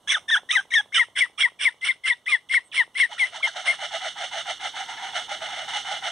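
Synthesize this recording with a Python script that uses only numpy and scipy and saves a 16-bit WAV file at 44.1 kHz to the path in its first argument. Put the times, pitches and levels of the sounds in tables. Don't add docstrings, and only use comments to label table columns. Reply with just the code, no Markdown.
import sys
import numpy as np
from scipy import signal
from scipy.fft import rfft, irfft, next_fast_len
from scipy.io import wavfile
from scipy.ndimage import uniform_filter1d, minimum_filter1d, map_coordinates

SR = 44100
rng = np.random.default_rng(int(sys.argv[2]) if len(sys.argv) > 2 else 0)


def pcm_store(signal):
    levels = np.round(np.clip(np.atleast_2d(signal), -1, 1) * 32767)
    wavfile.write(sys.argv[1], SR, levels.astype(np.int16).T)


def rack_gain(trim_db):
    fader = np.asarray(trim_db, float)
    return 10 ** (fader / 20)


N = 269451


def unit(x):
    return x / np.sqrt(np.mean(x ** 2) + 1e-20)


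def along(points, hz):
    f, v = np.transpose(points)
    return np.interp(np.log(hz + 1), np.log(f + 1), v)


def curves(rows):
    s, *cols = np.transpose(rows)
    return [np.interp(np.arange(N) / SR, s, c) for c in cols]


def shape(points):
    s, v = (np.transpose(np.broadcast_arrays(*col)).ravel() for col in zip(*points))
    return curves(np.transpose([np.maximum.accumulate(s), v]))[0]


def wobble(rate):
    return map_coordinates(rng.standard_normal(int(N * rate / SR) + 4), [np.arange(N) * rate / SR])


def filtered(x, response):
    m = next_fast_len(N + SR // 10, real=True)
    return irfft(rfft(x, m) * response(np.fft.rfftfreq(m, 1 / SR)), m)[..., :N]


def mode(f, hz, width_hz):
    return 1j * f * width_hz / (hz * hz - f * f + 1j * f * width_hz)


def noise(spectrum):
    return unit(filtered(rng.standard_normal(N), lambda f: rack_gain(along(spectrum, f))))


# frequency_hz, level_db
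AIR_SPECTRUM = [(25, -7), (60, 2.5), (150, 5), (400, -2.5), (1000, -5), (2000, -20), (3200, -19),
                (5000, -25), (9000, -17), (16000, -34.5)]
# time_s, level_db
BREEZE = [(0.0, -71), (0.07, -67), (2.16, -73.5), (5.22, -63), (6.09, -64.5), (6.11, -63)]


def air():
    breeze_db, = curves(BREEZE)
    hum = rack_gain(-10.0 + 2.6 * wobble(3.8)) * np.sin(2 * np.pi * 104 * np.arange(N) / SR)
    return rack_gain(breeze_db + 10 + 0.24 * wobble(7.6)) * (noise(AIR_SPECTRUM) + hum)


# frequency_hz, t60_s
LEAF_DECAY = [
    (500, .12),
    (2000, 0.2),
    (3500, 0.32),
    (9000, 0.21),
]


def leaves(x):
    hz, t, z = signal.stft(rng.standard_normal(SR // 2), SR, nperseg=256)
    decay = rack_gain(-60 * t / along(LEAF_DECAY, hz)[:, None])
    tail = signal.istft(z * decay, SR, nperseg=256)[1]
    delayed = np.pad(x, (400, 0))
    return signal.fftconvolve(delayed, tail / np.linalg.norm(tail))[:N]


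# time_s, peak_db
CLICKS = [(0.433, -44), (0.654, -47.5), (0.859, -47), (1.085, -47.5), (1.298, -50), (1.52, -50.5),
          (1.743, -50.5), (1.96, -55.5), (2.878, -47)]


def clicks():
    blows = np.zeros(N)
    for s, db in CLICKS:
        blows[round(s * SR)] = rack_gain(db + 31.0)
    return filtered(blows, lambda f: mode(f, 970, 330) - 2.0 * mode(f, 390, 200) + .1 * mode(f, 3300, 900))


# start_s, end_s, from_hz, to_hz, level_db
SLIPS = [(.165, .19, 1000, 600, -42), (.921, .931, 1500, 2300, -39), (.945, .97, 1750, 1500, -24),
         (1.38, 1.425, 1200, 1700, -34), (1.385, 1.408, 2800, 2850, -27), (1.6, 1.645, 1700, 1400, -35),
         (1.845, 1.875, 1500, 1200, -37), (2.06, 2.09, 1400, 1250, -38), (2.058, 2.08, 3000, 2600, -30),
         (1.607, 1.618, 3150, 3500, -25), (1.62, 1.637, 2750, 3100, -26), (.943, .955, 3600, 3500, -22),
         (1.165, 1.176, 3500, 3200, -29), (1.188, 1.205, 2850, 3300, -26), (1.379, 1.39, 3550, 3300, -30),
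         (1.91, 1.921, 3450, 3550, -31), (.988, 1.002, 1600, 900, -35), (1.254, 1.268, 1900, 900, -41),
         (1.476, 1.49, 1800, 900, -43), (2.83, 2.841, 1600, 800, -43), (3.262, 3.275, 2100, 1600, -38),
         (1.682, 1.696, 3600, 3600, -33), (2.125, 2.137, 3500, 3550, -30), (2.64, 2.69, 8600, 8020, -56.5),
         (3.165, 3.182, 1200, 1700, -43), (3.395, 3.425, 600, 1700, -41), (1.81, 1.821, 3600, 2200, -41),
         (2.257, 2.268, 3600, 2100, -38), (2.488, 2.5, 3600, 2100, -39), (2.944, 2.955, 3100, 2000, -40),
         (3.468, 3.497, 2150, 1500, -27), (1.846, 1.863, 2950, 2600, -26), (1.165, 1.2, 1900, 1400, -31),
         (4.972, 4.99, 1700, 1700, -37), (4.99, 5.008, 2200, 2150, -37), (5.43, 5.46, 2200, 2100, -37)]


def slips():
    out, tremble = np.zeros(N), wobble(300)

    def bright(hz):
        return .3 * abs(mode(hz, 5650, 600)) ** 2 + .3 * abs(mode(hz, 8500, 900)) ** 2

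    for start, end, from_hz, to_hz, db in SLIPS:
        at = slice(round(start * SR), round(end * SR))
        u = np.linspace(0, 1, at.stop - at.start)
        hz = (from_hz + (to_hz - from_hz) * u) * (1 + 0.029 * tremble[at])
        turn = 2 * np.pi * np.cumsum(hz) / SR
        tone = np.sin(turn) + bright(2 * hz) * np.sin(2 * turn) + bright(3 * hz) * np.sin(3 * turn)
        out[at] += rack_gain(db) * np.sin(np.pi * u) ** .5 * tone
    return out


# start_s, strongest_s, end_s, chest_db
PUFFS = [(3.1, 3.126, 3.15, -42.5), (3.199, 3.2, 3.28, -44.5), (3.325, 3.356, 3.395, -40),
         (3.439, 3.491, 3.49, -34), (3.549, 3.561, 3.62, -35.5), (3.643, 3.669, 3.744, -36.5),
         (3.793, 3.85, 3.87, -34.5), (3.911, 3.949, 3.984, -33.5), (4.008, 4.08, 4.096, -34),
         (4.163, 4.245, 4.272, -35), (4.316, 4.38, 4.42, -35), (4.458, 4.5, 4.53, -33.5),
         (4.6, 4.669, 4.69, -34.5), (4.741, 4.773, 4.85, -36), (4.875, 4.894, 4.96, -39),
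         (4.957, 4.975, 5.03, -40), (5.011, 5.027, 5.124, -37.5), (5.133, 5.158, 5.225, -34),
         (5.285, 5.322, 5.365, -34.5), (5.407, 5.407, 5.49, -35.5), (5.472, 5.545, 5.56, -37),
         (5.549, 5.58, 5.655, -36), (5.67, 5.669, 5.74, -38.5), (5.727, 5.765, 5.805, -33),
         (5.852, 5.925, 5.98, -34), (6.025, 6.07, 6.105, -32)]
# time_s, lowest_windpipe_resonance_hz
NECK = [(3.1, 930), (3.48, 871.2), (3.56, 700), (3.66, 679.6), (4.38, 692.6), (4.5, 722), (4.7, 729),
        (4.9, 824), (5.0, 814.5), (5.2, 705), (5.44, 707.7), (5.5, 843.5), (5.585, 693.9), (5.64, 863.5),
        (5.75, 758.6), (6.1, 706.7)]
# time_s, level_over_chest_db
HISS = [(3.1, 5), (3.7, 3), (4.3, 4), (4.9, 3.5), (4.98, -1), (5.05, 5), (5.3, 3.5), (5.44, 2.5),
        (5.5, 0.5), (5.64, 2.5), (5.69, 6), (6.1, 2)]


def puffing():
    t = np.arange(0, N / SR, 1 / 1000)
    chest_power, breath_power, slide = 0 * t, 0 * t, []
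    for start, top, end, chest_db in PUFFS:
        top = np.clip(top, start + .014, end - .014)
        hz = np.interp(top, *np.transpose(NECK))
        breath_db = chest_db + np.interp(top, *np.transpose(HISS))
        times = [start - .05, start - .008, start, start + .012, top, end - .01, end, end + .014, end + .06]
        swell_db = np.interp(t, times, [-65, -22.5, -9, -7.5, 0.0, -7.5, -15.0, -20.5, -45])
        chest_power += rack_gain(chest_db + swell_db) ** 2
        times = [start - .06, start - .002, start + 0.011, top + 0.0067, end + 0.0025, end + 0.05, end + 0.11]
        swell_db = np.interp(t, times, [-48.5, -15.0, -5.5, 1.0, -4.5, -14.0, -47])
        breath_power += rack_gain(breath_db + swell_db) ** 2
        if start < 3.5:
            slide += [(start, 600), (top, hz), (end, 620)]
        else:
            slide += [(start, hz + 0.57 * (930 - hz)), (top, hz), (end, hz + 20)]
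    pipe_hz, = curves(slide)
    return *curves(np.transpose([t, chest_power, breath_power])), pipe_hz


# frequency_hz, width_hz, level_db
PIPE = [
    (1265, 150, -5.5),
    (2150, 404, 3),
    (2950, 208, -1),
    (3700, 340, -8),
    (4250, 630, -9.5),
    (6300, 4550, -13),
    (9490, 5400, -16),
]


def chatter():
    chest_power, breath_power, pipe_hz = puffing()

    def flutter(depth_db):
        return rack_gain(depth_db * np.tanh(wobble(95)))

    def pipe(f, modes):
        return sum((-1) ** k * rack_gain(db) * mode(f, hz, w) for k, (hz, w, db) in enumerate(modes))

    def ridges(f, centres_hz):
        return np.prod([1 + .7 * mode(f, hz, 120) for hz in centres_hz], axis=0)

    def throat_response(f):
        bands = pipe(f, PIPE[:2]) * ridges(f, [1410, 2080])
        return bands * mode(f, 2200, 4100) / (1 + (f / 4500) ** 4)

    def breath_response(f):
        bands = pipe(f, PIPE[2:]) * ridges(f, [2930, 3400]) * mode(f, 4100, 7600)
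        dips = (1 - 0.35 * mode(f, 4940, 600)) * (1 - .6 * mode(f, 7300, 600))
        return bands * dips / (1 + (f / 9800) ** 9)

    shared = flutter(1.57)
    puff = rng.standard_normal(N) * shared * flutter(0.39)
    steps_hz, chest = [670, 780, 900], 0
    for hz, row in zip(steps_hz, np.eye(3)):
        near = np.interp(pipe_hz, steps_hz, row)
        chest = chest + np.sqrt(near) * unit(filtered(puff, lambda f: mode(f, hz, 198) ** 3))
    hum = 2 * np.pi * np.cumsum(pipe_hz + 45 * wobble(80)) / SR
    column = sum(share * flutter(5) * np.sin(k * hum) for k, share in enumerate([.8, .3, .3, .3], 1))
    chest = unit(flutter(2) * chest + column)
    throat = unit(filtered(puff, throat_response))
    breath = unit(filtered(rng.standard_normal(N) * shared, breath_response))
    both = np.sqrt(np.sqrt(chest_power * breath_power))
    return rack_gain(2) * np.sqrt(chest_power) * chest + rack_gain(5) * both * throat + rack_gain(-1.5) * np.sqrt(breath_power) * breath


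# start_s, strongest_s, end_s, rasp_db, undertone_db
SQUAWKS = [(0.076, 0.108, 0.18, -33, -21), (0.282, 0.342, 0.39, -39, 1.5), (0.492, 0.522, 0.61, -35.5, 1),
           (0.707, 0.762, 0.81, -35.5, -4.5), (0.927, 0.969, 1.038, -32, -1),
           (1.157, 1.19, 1.256, -33, -12), (1.38, 1.408, 1.478, -34.5, -4.5),
           (1.593, 1.634, 1.696, -33.5, -2), (1.819, 1.865, 1.926, -34.5, -8),
           (2.039, 2.083, 2.138, -36, -1.5), (2.264, 2.317, 2.369, -36.5, -3),
           (2.497, 2.543, 2.592, -36.5, -11), (2.725, 2.775, 2.833, -35.5, -7.5),
           (2.952, 3.005, 3.064, -34.5, -10.5), (3.179, 3.206, 3.293, -37.5, -12),
           (3.429, 3.447, 3.472, -41.5, -8), (3.652, 3.67, 3.76, -35, -15)]
# strongest_s, from_hz, to_hz, level_db, catch_hz
OPENINGS = [(.093, 1610, 2142, -34, 2300), (0.297, 1743, 1803, -23, 1770), (.517, 1881, 2294, -14, 2620),
            (.726, 2220, 1860, -21.5, 1850), (.96, 2102, 2237, -13, 2000), (1.176, 2150, 1957, -22, 2261),
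            (1.425, 2480, 2200, -17, 2250), (1.612, 2358, 2248, -27, 2302),
            (1.843, 2015, 2082, -15.5, 2230), (2.058, 2062, 2061, -16.5, 2097),
            (2.282, 1975, 2090, -15.5, 2438), (2.516, 2036, 2252, -15.5, 2094),
            (2.765, 2106, 2105, -15, 2178), (2.972, 2010, 2218, -18, 2099),
            (3.188, 1965, 2030, -25.5, 2115), (3.431, 2226, 2263, -18, 2232),
            (3.675, 2150, 2150, -16.5, 2150)]
# break_s, let_go_s, from_hz, to_hz, level_db
WHISTLES = [(.11, .147, 2400, 1338, -14.5), (0.326, 0.349, 1890, 1440, -14),
            (0.556, 0.573, 2087, 1529, -10.5), (0.747, 0.779, 2100, 1634, -11.5),
            (.998, 1.014, 2149, 1760, -8.5), (1.21, 1.228, 2235, 1833, -8),
            (1.437, 1.456, 2111, 1922, -9.5), (1.655, 1.677, 2227, 1805, -8),
            (1.886, 1.906, 2198, 1983, -11), (2.102, 2.115, 2224, 1801, -10),
            (2.323, 2.347, 2160, 1850, -11.5), (2.549, 2.576, 2280, 1895, -9.5),
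            (2.778, 2.81, 2185, 1838, -10.5), (3.003, 3.043, 2162, 1881, -10),
            (3.198, 3.231, 2285, 1929, -30), (3.432, 3.463, 2202, 2060, -25),
            (3.676, 3.707, 2124, 1750, -25)]
# flare_s, flare_hz, flare_db, return_hz, return_db
FLARES = [(.102, 3533, -13.5, 3510, -29), (.292, 3425, -19, 3300, -40), (.515, 3460, -18, 3810, -42),
          (0.746, 3320, -21, 3400, -33), (.974, 3128, -12, 3377, -43), (1.195, 3350, -21, 3400, -41),
          (1.422, 3306, -13.5, 3300, -44), (1.635, 2974, -23.5, 3555, -44), (1.87, 3054, -23.5, 3220, -40),
          (2.08, 2913, -21, 3510, -40), (2.322, 3504, -23.5, 3400, -35), (2.542, 3350, -25.5, 2900, -50),
          (2.766, 3280, -25.5, 2950, -31.5), (3.02, 3250, -27.5, 2820, -47), (3.193, 3503, -32, 2963, -35),
          (3.436, 3400, -25, 3160, -23.5), (3.667, 3207, -24.5, 3223, -47.5)]
# time_s, low_voice_hz, level_db
FREE = [
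    [(.075, 1660, -33.5), (.087, 1704, -32.5), (.093, 2060, -30), (.109, 2382, -27), (.119, 2300, -21),
     (.135, 2084, -21), (.151, 1716, -22), (.172, 1230, -32), (.178, 1154, -48)],
    [(.282, 1800, -38), (.29, 1804, -27), (.3, 1768, -25), (.307, 1535, -33), (.315, 1893, -19.5),
     (.345, 1713, -16.5), (.36, 1412, -23.5), (.378, 1810, -23), (.388, 1870, -46)],
    [(.49, 1820, -35), (.504, 2002, -21), (.53, 2487, -30.5), (.551, 2570, -30), (.555, 2083, -16),
     (.567, 1940, -11.5), (.576, 1646, -19.5), (.6, 1518, -27.5), (.61, 1515, -42)],
    [(.711, 2268, -36.5), (.722, 1802, -26), (.729, 1946, -24), (.736, 1865, -24), (.74, 2186, -15),
     (.749, 2186, -18), (.754, 1910, -15), (.782, 1729, -16), (.81, 1632, -29)],
    [(2.266, 2053, -33), (2.272, 1940, -25), (2.283, 2190, -19), (2.288, 2543, -29.5), (2.318, 2313, -25),
     (2.326, 2150, -14), (2.35, 1969, -14), (2.361, 1763, -28.5), (2.37, 1830, -39.5)],
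    [(2.716, 3603, -49), (2.725, 2502, -41), (2.74, 2105, -41.5), (2.758, 1961, -34.5), (2.77, 2203, -20.5),
     (2.785, 2177, -16), (2.81, 1896, -12.5), (2.822, 1803, -23.5), (2.833, 1907, -38)],
]
# time_s, low_voice_hz, level_db
BARE = [
    [(1.815, 2050, -42), (1.83, 2050, -27), (1.845, 2130, -20), (1.849, 2100, -42), (1.862, 2200, -40),
     (1.871, 2200, -24), (1.884, 2100, -31), (1.888, 2200, -16), (1.906, 2090, -17)],
    [(3.178, 1900, -48), (3.186, 1980, -31), (3.191, 2400, -44), (3.197, 2270, -21), (3.222, 2123, -15),
     (3.24, 1950, -16.5), (3.262, 2160, -31), (3.272, 2140, -58)],
    [(3.426, 2500, -44), (3.431, 2280, -20), (3.437, 2158, -17), (3.447, 2088, -17), (3.463, 2130, -20),
     (3.469, 2185, -40)],
    [(3.65, 1742, -43), (3.664, 1574, -33), (3.671, 1650, -38), (3.678, 2000, -17), (3.686, 2111, -14.5),
     (3.708, 2130, -16), (3.724, 2091, -25), (3.736, 1735, -44)],
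]
RASP_SHAPE_DB = [-19, -5, 1, -5, -18.5]


def controls():
    start, top, end, rasp, under = np.transpose(SQUAWKS)
    note, first_hz, note_hz, note_db, catch_hz = np.transpose(OPENINGS)
    snap, go, from_hz, to_hz, db = np.transpose(WHISTLES)
    flare, flare_hz, flare_db, back_hz, back_db = np.transpose(FLARES)
    gap, fall = note + 0.295 * (snap - note), (go + end) / 2
    brink = np.maximum(snap - 0.0058, gap)
    chirp_hz = 800 * (start > 2.2)
    hook_hz, wander_hz = 118.1, 44.9

    def level(points, drops_db):
        first_db, last_db = points[0][1], points[-1][1]
        return shape([(start - .007, first_db - 50), (start - .003, first_db - 14), *points,
                      (end + 0.022, last_db - drops_db[0]), (end + 0.083, last_db - drops_db[1])])

    low_hz = shape([(start - .007, first_hz + 3 * chirp_hz), (start - .003, first_hz + chirp_hz),
                    (start, first_hz), (note, note_hz), (gap, catch_hz), (brink, catch_hz),
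                    (snap, from_hz), (fall, to_hz), (end, to_hz + hook_hz * (start > .2)),
                    (end + 0.07, to_hz + hook_hz)]) + wander_hz * wobble(70)
    gap_db = note_db - 7
    low_db = level([(start, np.minimum(db - 23, note_db)), (note, note_db), (gap, gap_db),
                    (brink, gap_db + 3.0), (snap, db), (go, db - 3.5), (fall, db - 11), (end, db - 25)],
                   [40, 70])
    for rows in FREE + BARE:
        at, (hz, db) = slice(round(rows[0][0] * SR), round(rows[-1][0] * SR)), curves(rows)
        low_hz[at] = hz[at]
        low_db[at] = db[at] + 0.5 + 9.5 * abs(mode(hz[at], 2500, 420)) ** 2
    rise = (start + flare) / 2
    high_hz = shape([(start, 3350), (rise, 0.89 * flare_hz), (flare, flare_hz), (go, back_hz),
                     (end + 0.11, back_hz)])
    hush = np.minimum(flare + 0.022, (flare + go) / 2)
    high_db = level([(start, flare_db - 22), (rise, flare_db - 10.5), (flare, flare_db),
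                     (hush, np.maximum(flare_db - 17.5, back_db - 13.0)), (go, back_db),
                     (end, back_db - 10.5)], [40, 70])
    times = [start, (start + top) / 2, top, top + 0.5 * (end - top), end]
    rasp_db = level([(s, rasp + d) for s, d in zip(times, RASP_SHAPE_DB)], [9, 30])
    late = shape([(start, 0), (snap, 0.022 + 0 * snap), (go, .4), (end, 1)])
    return low_hz, low_db, high_hz, high_db, rasp_db, late, shape([(start, under), (end, under)])


# start_s, end_s, half_pitch_db, odd_halves_above_db, rasp_change_db
CLEAR = [(0.078, 0.089, -53, -33, 8), (0.097, 0.109, -23, 1.5, -2.5), (0.143, 0.164, -35, -32, -1.5),
         (0.283, 0.298, -33, -39, 7.5), (0.31, 0.354, -59, -47, -1), (0.496, 0.507, -47, -33, -6),
         (0.53, .553, -15, -10.5, -2), (.712, .737, -45.5, -46, -3), (0.744, 0.75, -29, -10.5, -6),
         (0.75, .783, -63, -42.5, -4.5), (.925, 0.944, -50, -28, -4), (1.383, 1.405, -43, -47, 2.5),
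         (1.818, 1.846, -58, -40, -1), (2.044, 2.06, -61, -40, 1.5), (2.272, 2.284, -47, -42, 3),
         (2.287, 2.324, -25.5, -27, 1.5), (2.502, 2.518, -50.5, -30, 5), (2.788, 2.822, -41, -22, 1),
         (2.959, 2.976, -52, -23, -1), (3.198, 3.264, -47, -24, 0), (3.429, 3.465, -45, -18.5, 2.5)]


def steady():
    start, end, *cols = np.transpose(CLEAR)
    edge_s = .002
    clear = shape([(start - edge_s, 0 * start), (start, 1), (end - edge_s, 1), (end, 0)])
    return clear, *(shape([(start, c), (end, c)]) for c in cols)


# time_s, octave_db
OCTAVE = [(0, -0.5), (.3, -5.5), (.6, -11), (.8, -8), (.9, -21), (1.7, -32.5), (2.3, -36), (2.8, -22.5),
          (3.8, -25)]


def low_voice(low, low_hz, late, under_db, clear, half_db, odd_db):
    def throat(k):
        return abs(mode(k * low_hz, 3400, 770)) ** 2

    half = rack_gain(-44.0 + under_db + 34.5 * late + 5.7 * wobble(24.98)) * np.sin(low / 2)
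    half += rack_gain(-61.5) * np.sin(5 * low / 2)
    half += rack_gain(-47.0 + 1.6 * wobble(42)) * throat(3 / 2) * np.sin(3 * low / 2)
    odd = np.sqrt(throat(3 / 2)) * np.sin(3 * low / 2) + rack_gain(-24.0) * np.sin(5 * low / 2)
    half += clear * (rack_gain(half_db) * np.sin(low / 2) + rack_gain(odd_db) * odd)
    octave_db, = curves(OCTAVE)
    third_db, = curves([(.25, -0.5), (.33, -5), (.5, -0.5)])
    third_db = third_db - 26.5 + 7.1 * clear + octave_db + 5.2 * wobble(72)
    overtones = rack_gain(octave_db) * throat(2.042) * np.sin(2 * low) + rack_gain(third_db) * np.sin(3 * low)
    return np.sin(low) + half + overtones


# frequency_hz, level_db
RASP_SPECTRUM = [(500, -18), (900, -15), (1500, -8), (2200, 16), (3300, 3), (4300, -7), (5400, -3),
                 (6600, -26.5), (9000, -0.5), (10500, -20), (11500, -40.5), (13000, -44.5), (16000, -57.5)]


def rasping(low, low_hz, clear, wild):
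    beat = np.diff(low // (4 * np.pi), prepend=0)
    uneven = (1 - .8 * clear) * (1 + .6 * wild * np.sin(low / 4 + 1)) * rack_gain(1.5 * wobble(900))
    puffs = beat * uneven / np.sqrt(low_hz / 2 / SR)
    voiced = .35
    mixed = np.sqrt(voiced) * puffs + np.sqrt(1 - voiced) * rng.standard_normal(N)
    rasp = unit(filtered(mixed, lambda f: rack_gain(along(RASP_SPECTRUM, f)) * (1 - 1.6 * mode(f, 6170, 800))))
    beak_db, = curves([(0, -13), (.8, -15.5), (1.4, -35)])
    beak = unit(filtered(rng.standard_normal(N), lambda f: mode(f, 5880, 1200) ** 2))
    return rasp + rack_gain(beak_db) * beak


def gaping(cry):
    gape, = curves([(.85, .97), (1.0, 0.69), (1.6, 0.58), (2.0, 0.1)])
    narrow, = curves([(.9, 0), (1.15, 1)])
    wide, tight = filtered(cry, lambda f: (1 - np.array([mode(f, 4310, 650), mode(f, 4080, 400)])) ** 2)
    return (1 - gape) * cry + gape * ((1 - narrow) * wide + narrow * tight)


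def squawks():
    low_hz, low_db, high_hz, high_db, rasp_db, late, under_db = controls()
    clear, half_db, odd_db, rasp_change_db = steady()
    chaos = 1 / (1 + np.exp(-(rasp_db - np.maximum(low_db, high_db) + 20.5) / 1.8))
    wild = chaos * (1 - clear)
    chaos = np.maximum(chaos, .12 + .45 * late) * (1 - .85 * clear)
    high_db = high_db - 25 * clear
    rasp_db = rasp_db + rasp_change_db * clear
    flap = 2 * np.pi * np.cumsum(420 + 140 * wobble(70)) / SR

    def phase(hz, spread_hz):
        return 2 * np.pi * np.cumsum(hz + (10 + spread_hz * chaos) * wobble(260)) / SR

    def shake():
        uneven_db = (.6 + 4 * chaos) * np.tanh(wobble(300)) - 2.5 * chaos
        return rack_gain(uneven_db) * (1 + .8 * wild ** 2 * np.sin(flap))

    low, high = phase(low_hz, 115), phase(high_hz, 160)
    voice = rack_gain(low_db + 6.0) * shake() * low_voice(low, low_hz, late, under_db, clear, half_db, odd_db)
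    voice += rack_gain(high_db + 3) * shake() * (np.sin(high) + rack_gain(-40.5) * np.sin(2 * high))
    pairs = [(-1, 1, -48), (1, 1, -15), (2, 1, -24), (1, 2, -20)]
    mixed = sum(rack_gain(db) * np.sin(a * low + b * high) for a, b, db in pairs)
    voice += rack_gain(np.minimum(low_db, high_db) + 1.5) * shake() * mixed
    voice = filtered(voice, lambda f: 1 / (1 + (720 / (f + 1)) ** 4) / (1 + (f / 10300) ** 12))
    rasp = rack_gain(rasp_db + 12.5 + 2.17 * wobble(500)) * rasping(low, low_hz, clear, wild)
    return gaping(voice + rasp)


def scene():
    bird = squawks() + slips() + chatter() + clicks()
    return np.tile(bird + rack_gain(-29) * leaves(bird) + air(), (2, 1))


def band_limit(x):
    return signal.sosfilt(signal.butter(12, 15900, fs=SR, output="sos"), x)


# reflection_share, delay_s, level_db
PORTS = [
    (.72, .000389, -4.6),
    (.68, .000426, 0),
]


def record(dry):
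    def housing(f):
        comb = np.array([rack_gain(db) * (1 - share * np.exp(-2j * np.pi * f * delay))
                         for share, delay, db in PORTS])
        cavity = np.array([1 + .4 / (1 + 1j * f / 350), 1 - .6 * mode(f, 1860, 1300)])
        return comb * cavity

    hiss = rack_gain(-84) * rng.standard_normal(dry.shape)
    heard = filtered(dry, housing) + hiss
    swing = uniform_filter1d(-minimum_filter1d(-abs(heard).max(0), size=70), size=60)
    rounded = heard / (1 + (swing / .45) ** 4) ** (1 / 4)
    mix = filtered(rounded, lambda f: f < 15780)
    return band_limit(mix)


dry = scene()
out = record(dry)
pcm_store(out)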